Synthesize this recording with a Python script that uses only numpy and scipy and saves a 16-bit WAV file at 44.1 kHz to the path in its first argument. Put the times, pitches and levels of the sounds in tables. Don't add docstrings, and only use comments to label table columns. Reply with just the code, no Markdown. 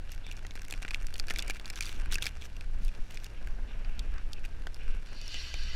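import sys
import numpy as np
from scipy import signal
from scipy.fft import rfft, irfft
from scipy.io import wavfile
from scipy.ndimage import uniform_filter1d

SR = 44100
rng = np.random.default_rng(int(sys.argv[2]) if len(sys.argv) > 2 else 0)


def generate_wav(sig):
    pcm = np.round(np.clip(np.atleast_2d(sig).T, -1, 1) * 32767).astype(np.int16)
    wavfile.write(sys.argv[1], SR, pcm)


N = 253575
TIME = np.arange(N) / SR


def from_db(db):
    return 10 ** (np.asarray(db) / 20)


def rms_one(x):
    return x / np.sqrt(np.mean(x ** 2) + 1e-20)


def in_time(rows):
    s, *columns = np.transpose(rows)
    return [np.interp(TIME, s, c) for c in columns]


def drift(rate):
    step = 40
    r = np.exp(-2 * np.pi * rate * step / SR)
    settle = 2000
    noise = rng.standard_normal(N // step + settle + 2)
    slow = signal.lfilter([1], [1, -2 * r, r * r], noise)[settle:]
    return np.interp(np.arange(N) / step, np.arange(len(slow)), rms_one(slow))


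def swell(s, length):
    return np.sqrt(np.abs(np.sin(np.pi * np.clip((TIME - s) / length, 0, 1))))


def surges(rows, steady_db):
    power = from_db(steady_db) ** 2
    for s, length, db in rows:
        shape = np.cos(np.pi * np.clip((TIME - s) / length, -.5, .5))
        power = power + (from_db(db) * shape) ** 2
    return np.sqrt(power)


def band(x, low_hz, high_hz, order=2):
    edges = [low_hz, min(high_hz, SR / 2 - 1)]
    return signal.sosfilt(signal.butter(order, edges, "band", fs=SR, output="sos"), x)


def coloured(x, spectrum):
    hz, db = np.transpose(spectrum)
    bins = np.maximum(np.arange(N // 2 + 1) * SR / N, 1)
    gain = from_db(np.interp(np.log(bins), np.log(hz), db))
    gain = gain * np.minimum(bins / hz[0], 1) ** 2
    return rms_one(irfft(rfft(x) * gain, N))


def ring(x, hz, t60):
    r, w = from_db(-60 / (t60 * SR)), 2 * np.pi * hz / SR
    return signal.lfilter([0, np.sin(w)], [1, -2 * r * np.cos(w), r * r], x + 1e-18)


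def resonance(x, hz, width_hz):
    r = np.exp(-np.pi * width_hz / SR)
    numerator = np.array([1, 0, -1]) * (1 - r * r) / 2
    return signal.lfilter(numerator, [1, -2 * r * np.cos(2 * np.pi * hz / SR), r * r], x)


def grains(per_s, spread_db):
    sizes = from_db(spread_db * np.minimum(rng.exponential(1, N), 4)) * rng.choice([-1, 1], N)
    return rms_one(sizes * (rng.random(N) < per_s / SR))


def fading(x, decay_s):
    return signal.lfilter([1], [1, -np.exp(-1 / (decay_s * SR))], x)


def unit(v):
    return v / np.sqrt(np.sum(v ** 2) / (.004 * SR) + 1e-20)


# moment of the crush in seconds, level of the ring
# in dB over 4 ms, strongest ring in Hz, second ring in Hz, crack in dB re ring, thud in dB re ring.
CRUMBS = [(0.0935, -50, 1510, 2930, -16, -8), (0.1185, -46.5, 2780, 4730, 0.5, -12),
          (0.148, -56, 3030, 5400, 2, -20), (0.2662, -45.5, 2300, 3270, -10, -7),
          (0.3137, -39.5, 2820, 4400, -12.5, -19), (0.324, -49, 3370, 5500, -3, -20),
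          (0.368, -49.5, 5550, 2370, -8, -3.5), (0.4496, -44, 1900, 2670, -29, -4.5),
          (0.467, -49.5, 3230, 2140, -1, -26), (0.5088, -44.5, 2265, 3500, -19, -5.5),
          (0.5544, -46.5, 2490, 4260, -7, -2), (0.5758, -46, 1590, 2070, -31, -9),
          (0.6188, -48, 1550, 2140, -1, -23), (0.6501, -50, 2130, 2730, -4, -19),
          (0.6829, -47.5, 2310, 5660, -2, -24), (0.7016, -49, 1520, 4600, -4, -2),
          (0.7094, -42.5, 3460, 5600, 1, -26), (0.7247, -35.5, 2510, 4130, -8.5, -10),
          (0.7388, -38, 2480, 2930, -15, -9), (0.8219, -45, 1590, 1920, -6, -1),
          (0.8276, -39, 2700, 5530, -10, -26), (0.8498, -36, 1560, 2340, -28, -9),
          (0.881, -38.5, 2130, 1640, -26, -15), (0.908, -35, 2500, 4220, -16.5, -20),
          (0.9123, -47, 2775, 2398, -13, -2), (0.9454, -27.5, 2730, 3270, -20, -24),
          (1.029, -53, 1780, 4500, -3, -18), (1.0683, -42.5, 5600, 2776, -5, -24),
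          (1.1406, -40, 4530, 3635, -7, -16), (1.1568, -41, 2380, 1590, -22, -15),
          (1.1643, -51, 5860, 4690, -3, -23), (1.181, -51.0, 2698, 6120, 4, -16),
          (1.192, -48.5, 2650, 2110, -2, -22), (1.1982, -30.5, 4320, 2310, -9.5, -19),
          (1.2699, -50, 5470, 2690, -3, -16), (1.2837, -39.5, 2460, 1720, -11, -20),
          (1.3004, -36.5, 2720, 2100, -9, -24), (1.306, -33.5, 2260, 1600, -17, -6),
          (1.3083, -31.5, 2120, 1810, -12, -22), (1.314, -42, 1890, 5990, -6, -11),
          (1.3382, -47.5, 1680, 3400, -1, -2), (1.3607, -34, 2350, 3525, -16, -22),
          (1.3865, -38, 1590, 2350, 1, -17), (1.3925, -30, 3500, 4440, -20, -28),
          (1.4012, -40, 5400, 3500, -7, -19), (1.424, -36, 2781, 4600, -6.5, -27),
          (1.4799, -41, 2250, 4630, -3.5, -6), (1.4986, -31.5, 2390, 1740, -8.5, -8.5),
          (1.507, -33, 2254, 2840, -10, -30), (1.5476, -48, 2710, 3450, -6, -14),
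          (1.5691, -47.0, 2340, 3470, -12, -16), (1.5978, -43.5, 2650, 1570, -11, -7),
          (1.6459, -47.5, 2668, 1560, -19, -27), (1.6574, -40.5, 4660, 5810, -16, -22),
          (1.7011, -35.5, 2510, 5200, -8, -28), (1.7047, -45, 2540, 4030, -9, -13),
          (1.7315, -51, 2384, 1720, -7, -21), (1.758, -43, 5700, 1620, -5, -28),
          (1.808, -29.5, 2390, 4700, -6, -32), (1.825, -37, 4600, 2280, -11, -21),
          (1.8344, -42.5, 2670, 4290, -7, -29), (1.8561, -40.5, 4700, 3380, -6, -24),
          (1.8652, -40.5, 3540, 5710, -9, -23), (1.8854, -49, 2400, 1680, -1, -25),
          (1.928, -52.5, 2760, 3380, 0, -22), (2.123, -37, 1540, 3200, 0, -16),
          (2.1434, -34.5, 4670, 3470, -3, -27), (2.1554, -29, 2620, 1560, -8, -18),
          (2.1839, -35.5, 1609, 2176, -18, -24), (2.2235, -33, 3360, 4480, -6, -26),
          (2.229, -41.5, 2700, 5790, 2, -12), (2.2484, -46, 2240, 1510, -33, -26),
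          (2.2563, -34.5, 5250, 4460, -9, -13), (2.2665, -31.5, 2250, 1700, -8, -29),
          (2.2702, -33.5, 2450, 4260, -14, -33), (2.414, -50.5, 3450, 4720, -11, -25),
          (2.4212, -43.5, 3330, 2670, -14, -13), (2.5666, -48.0, 2750, 1560, -11, -26),
          (2.6095, -43.5, 2640, 1610, -14, -26), (2.8492, -51, 4770, 3420, 0.5, -6),
          (2.881, -49, 3530, 5370, -10, -25), (2.8902, -49.0, 2453, 1790, -26, -24),
          (3.1088, -50, 2790, 2300, -4, -25), (3.1448, -53, 6180, 4330, 2, -11),
          (3.1729, -40, 2600, 3400, -17, -27), (3.244, -46.0, 3550, 5770, 0, -23),
          (3.2641, -46.5, 2730, 5300, -15, -22), (3.4727, -44.5, 1672, 2160, -12, -9),
          (3.848, -48.0, 2450, 1810, -33, -21), (3.9936, -38, 3560, 4330, -12, -29),
          (4.1823, -47.5, 1460, 3530, -33, -24), (4.3324, -39.0, 3600, 4300, -8.5, -23),
          (4.4424, -47.5, 2800, 2090, -22, -20), (4.6699, -38.5, 1540, 2230, -17, -3.5),
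          (4.7443, -46.5, 4700, 3480, -7, -18), (5.2145, -46, 4600, 2260, -6.5, -22),
          (5.2794, -39.5, 5600, 2830, -13, -27), (5.3433, -40, 2670, 2000, -14, -12),
          (5.5408, -37, 2420, 3530, -13.5, -9)]
# pitch in Hz, relative level in dB, t60 in seconds.
HOUSING = [(1590, 2, 0.012), (1842, 8.5, 0.0038), (2395, 7, 0.0084), (2730, 2, 0.016), (3433, 5, 0.0056),
           (4150, 0, 0.0084), (4670, 6, 0.0051), (5440, 2, 0.0099), (7270, -4.5, 0.016)]


def crumbs(second_db=-7.5, housing_db=-2.0, dry_db=-10.5, width_share=0.066,
           crush_s=0.00035, debris_db=-11.5, debris_s=0.0032, focus_db=13.0, low_edge_share=0.66):
    out = np.zeros(N + SR)
    t = np.arange(SR // 30) / SR
    lead_s = .002
    since = np.maximum(t - lead_s + crush_s, 0) / crush_s
    flakes = np.exp(-np.abs(t - lead_s) / debris_s) * np.minimum(t / lead_s, 1)
    pressure = since * np.exp(1 - since) + from_db(debris_db) * flakes
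    for s, db, hz, second_hz, crack_db, thud_db in CRUMBS:
        jerks = rng.standard_normal(len(t))
        force = jerks * np.abs(jerks) * pressure
        low_edge_hz = low_edge_share * min(hz, second_hz)
        drive = band(force, max(low_edge_hz, 1300), 7200, order=4)
        others = np.zeros(len(t))
        for mode_hz, mode_db, t60 in HOUSING:
            if mode_hz > low_edge_hz:
                driven_db = mode_db - focus_db * abs(np.log2(mode_hz / hz))
                others += rng.choice([-1, 1]) * from_db(driven_db) * unit(ring(drive, mode_hz, t60))
        first = unit(resonance(drive, hz, width_share * hz))
        second = unit(resonance(drive, second_hz, width_share * second_hz))
        crunch = unit(band(drive, 1200, 1.9 * max(hz, second_hz)))
        body = first + from_db(second_db) * second
        body = unit(body + from_db(housing_db) * unit(others) + from_db(dry_db) * crunch)
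        crack = unit(band(band(force, 5230, 14700, order=3), 3270, 7600, order=1))
        thud = unit(unit(band(force, 100, 805, order=3)) + 0.42 * unit(resonance(force, 702, 125)))
        start = int((s - lead_s) * SR)
        strike = body + from_db(crack_db) * crack + from_db(thud_db) * thud
        out[start:start + len(t)] += from_db(db) * strike
    return out[:N]


# start in seconds, length in seconds,
# level in dB before clump_db is added.
CLUMPS = [(0.105, 0.037, -50.5), (1.298, 0.033, -48), (1.348, 0.069, -45.5), (1.467, 0.049, -55),
          (1.532, 0.049, -55.5), (1.755, 0.038, -46), (1.806, 0.048, -43.5), (1.851, 0.077, -45.5),
          (1.925, 0.077, -54.5), (2.109, 0.052, -38), (2.208, 0.087, -40.5), (2.406, 0.068, -49.5),
          (2.799, 0.09, -56.5), (2.8, 0.52, -64), (3.095, 0.074, -57), (3.22, 0.051, -53.5),
          (4.448, 0.014, -45)]
# frequency in Hz, relative gain in dB.
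CLUMP_COLOUR = [(400, -12), (750, -7), (1100, -2.5), (1550, 0), (1900, 0), (2500, 5), (3100, 1.5),
                (3500, 1), (4700, -2.5), (5100, -6), (5700, 0.5), (8000, -9), (13000, -12.5), (16000, -23)]


def clumps(clump_db=-1.5, fine_share=0.37, thump_db=-14.5, grain_s=0.00068, pitched_share=0.33):
    crushes = fading(np.abs(grains(650, 3.0)) + 1e-18, grain_s)
    rasp = rms_one(crushes * rng.standard_normal(N))
    pitches = np.geomspace(1300, 9000, num=10)
    dealt = rng.integers(0, len(pitches), N)[np.arange(N) // (SR // 400)]
    pitched = np.zeros(N)
    for k, hz in enumerate(pitches):
        pitched += resonance(rasp * (dealt == k), hz, 0.22 * hz) / np.sqrt(hz)
    rasp = rasp + pitched_share * rms_one(pitched) + fine_share * rng.standard_normal(N)
    thump = from_db(thump_db) * rms_one(band(rasp, 117, 440))
    level = sum(from_db(db) * swell(s, length) for s, length, db in CLUMPS)
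    return from_db(clump_db) * level * (coloured(rasp, CLUMP_COLOUR) + thump)


# time in seconds, level in dB before dust_db is added.
DUST = [(0, -68.5), (.6, -56.5), (1.2, -59), (1.9, -54.5), (2.65, -65), (3.1, -64), (3.5, -65.5),
        (4.2, -64.5), (5.0, -61), (5.75, -60.5)]


def dust(dust_db=0.5, click_share=0.32):
    level_db, = in_time(DUST)
    flurries = grains(140, 3.3) * from_db(3 * drift(15))
    specks = fading(flurries, .0003) * rng.standard_normal(N)
    rings = sum(from_db(db) * ring(specks, hz, t60) for hz, db, t60 in HOUSING)
    clicks = rms_one(band(specks, 3840, 10500))
    patter = rms_one(band(rings, 1100, 7600)) + click_share * clicks
    return from_db(level_db + dust_db) * patter


# time in seconds, level in dB before churn_db is added.
CHURN = [(0.0, -60.5), (0.62, -60), (1.17, -59), (1.39, -54), (1.81, -60.5), (2.07, -55.5), (2.5, -60.5),
         (2.85, -60.5), (3.39, -58), (4.0, -57), (4.39, -59), (4.87, -59), (5.49, -60.5), (5.75, -59.5)]
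# peak in seconds, length in seconds, level in dB.
SPRAYS = [(.29, 0.22, -59), (1.0, 0.099, -60.5), (1.43, 0.38, -54.5), (2.09, 0.7, -58.5),
          (3.38, 0.056, -55.5), (3.72, 0.11, -57.5), (3.86, 0.39, -61.5), (3.99, 0.3, -60.5),
          (4.16, 0.28, -59), (4.81, 0.061, -54), (4.91, 0.26, -56)]
# frequency in Hz, relative gain in dB.
CHURN_COLOUR = [(50, 17.5), (110, 10.5), (180, 1), (300, 2.5), (500, 0), (780, -2.5), (1100, -6),
                (1350, -6), (1560, -2), (1850, -6.5), (3000, -18.5), (6000, -59)]
SWISH_COLOUR = [(900, -25), (1550, 12), (1900, 0), (2300, 11), (2850, 12), (3300, 1), (4300, -8),
                (5000, -19), (5600, -2), (6500, -30), (10000, -36), (15000, -70)]
HISS_COLOUR = [(2000, 3), (4000, 3.5), (5600, -0.5), (7500, -5), (9000, -8.5), (10400, -8), (12000, -12.5),
               (15000, -21), (17000, -54)]
SPRAY_DB = -69


def wheels(churn_db=5.0, hiss_db=-66.5):
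    level_db, = in_time(CHURN)
    churn = coloured(rng.standard_normal(N) + .5 * grains(900, 4.2), CHURN_COLOUR)
    churn = from_db(level_db + churn_db + 2.0 * drift(35.5)) * churn
    spray = coloured(rng.standard_normal(N) + 0.6 * grains(2800, 5.1), SWISH_COLOUR)
    spray = surges(SPRAYS, SPRAY_DB) * from_db(1.0 * drift(40)) * spray
    return churn + spray + from_db(hiss_db) * coloured(rng.standard_normal(N), HISS_COLOUR)


# start in seconds, length in seconds,
# pitch in Hz, width of the first of two resonances as a share of the pitch, level in dB.
SCRUNCHES = [(0.236, 0.069, 3580, 0.088, -57.5), (3.67, 0.058, 3550, .12, -63),
             (4.114, 0.099, 1420, 0.37, -54), (4.35, 0.045, 2560, 0.14, -58),
             (4.743, 0.29, 450, 0.16, -61.5)]


def scrunches():
    slips = grains(1200, 4.6)
    out = np.zeros(N)
    for s, length, hz, width_share, db in SCRUNCHES:
        width_hz = width_share * hz
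        squeak = rms_one(resonance(resonance(slips, hz, width_hz), hz, 2 * width_hz))
        out += from_db(db) * swell(s, length) * squeak
    return out


# time in seconds, firing rate in Hz.
REVS = [(0, 84), (.75, 90.6), (1.45, 89), (1.7, 85), (2.0, 78.5), (2.45, 66), (2.7, 78), (2.9, 94),
        (3.2, 99), (3.45, 111), (3.7, 116.5), (4.4, 86), (4.7, 77), (5.05, 96), (5.4, 67), (5.58, 58),
        (5.75, 58)]
# start in seconds, length in seconds, drop of the firing tone in dB.
LIFTS = [(1.1, 0.66, 15), (2.42, 0.12, 10), (2.76, 0.42, 5), (3.84, 0.52, 16), (4.361, 1, 8)]
TONE_DB, OCTAVE_DB = -55.5, -69.5
CRUISE_HZ, BOOM_HZ, BOOM_DB = 93.3, 58, 16
OCTAVE_DB_PER_OCTAVE = 13
TAIL_ON_S, TAIL_ON_LENGTH_S, TAIL_ON_DB = 1.75, 2.75, 4


def engine(upper_db=-11.0, half_db=-14.5, octave_boom=0.32, octave_lift=0.15, chuff_db=-8.5):
    hz, = in_time(REVS)
    boom_db = BOOM_DB * np.clip((CRUISE_HZ - hz) / (CRUISE_HZ - BOOM_HZ), 0, 1)
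    lift_db = sum(db * swell(s, length) for s, length, db in LIFTS)
    first_db = TONE_DB + boom_db - lift_db
    second_db = OCTAVE_DB + OCTAVE_DB_PER_OCTAVE * np.maximum(np.log2(hz / CRUISE_HZ), 0)
    second_db = second_db + octave_boom * boom_db - octave_lift * lift_db
    second_db = second_db + TAIL_ON_DB * swell(TAIL_ON_S, TAIL_ON_LENGTH_S)
    lugging_db = np.interp(TIME, [1.8, 2.15, 2.45], [-6, 9, -7])
    orders = [(1, first_db), (2, second_db)]
    for i, k in enumerate([3, 4, 5, 6]):
        orders.append((k, second_db + upper_db - 2.0 * i))
    for i, k in enumerate([1.5, 2.5]):
        orders.append((k, first_db + half_db + lugging_db - 8.3 * i))
    phase = 2 * np.pi * np.cumsum(hz * (1 + .003 * drift(10))) / SR
    tones = np.zeros(N)
    for k, db in orders:
        unsteady = 1 + min(.2 * k, .6) * drift(16)
        wander = .14 * k * drift(12) + rng.uniform(0, 2 * np.pi)
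        tones += from_db(db) * unsteady * np.sin(k * phase + wander)
    puffs = rng.standard_normal(N) * (1 + np.cos(phase)) ** 3
    return tones + from_db(second_db + chuff_db) * rms_one(band(puffs, 113, 305))


# pitch in Hz, width in Hz of each of two passes, gain in dB before the deepening.
VENT_MODES = [(1230, 490, -11), (1613, 180, 0), (2004, 170, 1.5), (2584, 490, 3), (2960, 310, 7),
              (3600, 360, 2), (4330, 840, 4.5), (4650, 510, 1.5), (5620, 420, 0.5), (6430, 1000, -9),
              (7540, 390, -11), (8900, 650, -19), (9900, 1100, -22.5), (12000, 3800, -28)]
VENT_S, VENT_RISE_S, VENT_RISE_DB = 5.069, 0.29, 18
VENT_DEEPEN_DB_PER_S = 23.5
VENT_HOLD_DB, VENT_PUFF_DB, VENT_PUFF_S = -48, 5.5, 0.12


def turbo_vent(flutter_db=1.8):
    since_open = TIME - VENT_S - VENT_RISE_S
    opening = np.minimum(since_open / VENT_RISE_S, 0)
    draining_s = np.maximum(since_open, 0)
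    level_db = VENT_HOLD_DB + VENT_RISE_DB * opening + VENT_PUFF_DB * np.exp(-draining_s / VENT_PUFF_S)
    deep_db = VENT_DEEPEN_DB_PER_S * draining_s
    hiss, power = 0, 0
    for hz, width, db in VENT_MODES:
        mode = from_db(db) * resonance(resonance(rng.standard_normal(N), hz, width), hz, width)
        power += np.mean(mode ** 2)
        octaves_below = np.clip(np.log2(3000 / hz), 0, 2)
        hiss += mode * from_db(deep_db * octaves_below + flutter_db * drift(18))
    return from_db(level_db) * hiss / np.sqrt(power) * (TIME > VENT_S)


# start in seconds, length in seconds, level in dB.
BUFFETS = [(1.932, 0.045, -54.5), (2.794, 0.045, -50)]


def buffets():
    level = sum(from_db(db) * swell(s, length) for s, length, db in BUFFETS)
    return level * rms_one(band(rng.standard_normal(N), 105, 210))


# peak in seconds, length in seconds, level in dB.
GUSTS = [(1.18, 1, -31), (2.05, 0.38, -27), (2.79, 0.36, -26), (3.01, 0.091, -28.5), (3.52, 0.39, -29),
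         (4.05, 0.77, -27.5), (4.5, 0.5, -32), (4.92, 0.32, -26), (5.65, 0.3, -29.5)]
# frequency in Hz, relative gain in dB.
WIND_COLOUR = [(10, 2.5), (15, -2), (24, -0.5), (35, -12.5), (50, -17.5), (80, -31.5), (130, -35.5),
               (250, -42.5), (600, -102)]
BREEZE_DB = -36.5


def wind(evenness=0.64, flutter_follows=0.45, flutter_hz=70):
    eddies = coloured(rng.standard_normal(N), WIND_COLOUR)
    slow = signal.sosfiltfilt(signal.butter(2, flutter_hz, fs=SR, output="sos"), eddies)
    flutter = eddies - slow
    strength = np.sqrt(uniform_filter1d(slow ** 2, size=SR // 6, mode="wrap") + 1e-9)
    gusts = surges(GUSTS, BREEZE_DB)
    steadier = gusts.mean() * (gusts / gusts.mean()) ** flutter_follows
    return gusts * rms_one(slow / strength ** evenness) + steadier * flutter


def scene():
    on_housing = crumbs() + clumps() + dust()
    car = wheels() + scrunches() + engine() + turbo_vent()
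    air = buffets() + wind()
    return (on_housing + car + air)[None]


def record(dry):
    return signal.sosfilt(signal.ellip(10, .2, 90, 16000, fs=SR, output="sos"), dry)


dry = scene()
out = record(dry)
generate_wav(out)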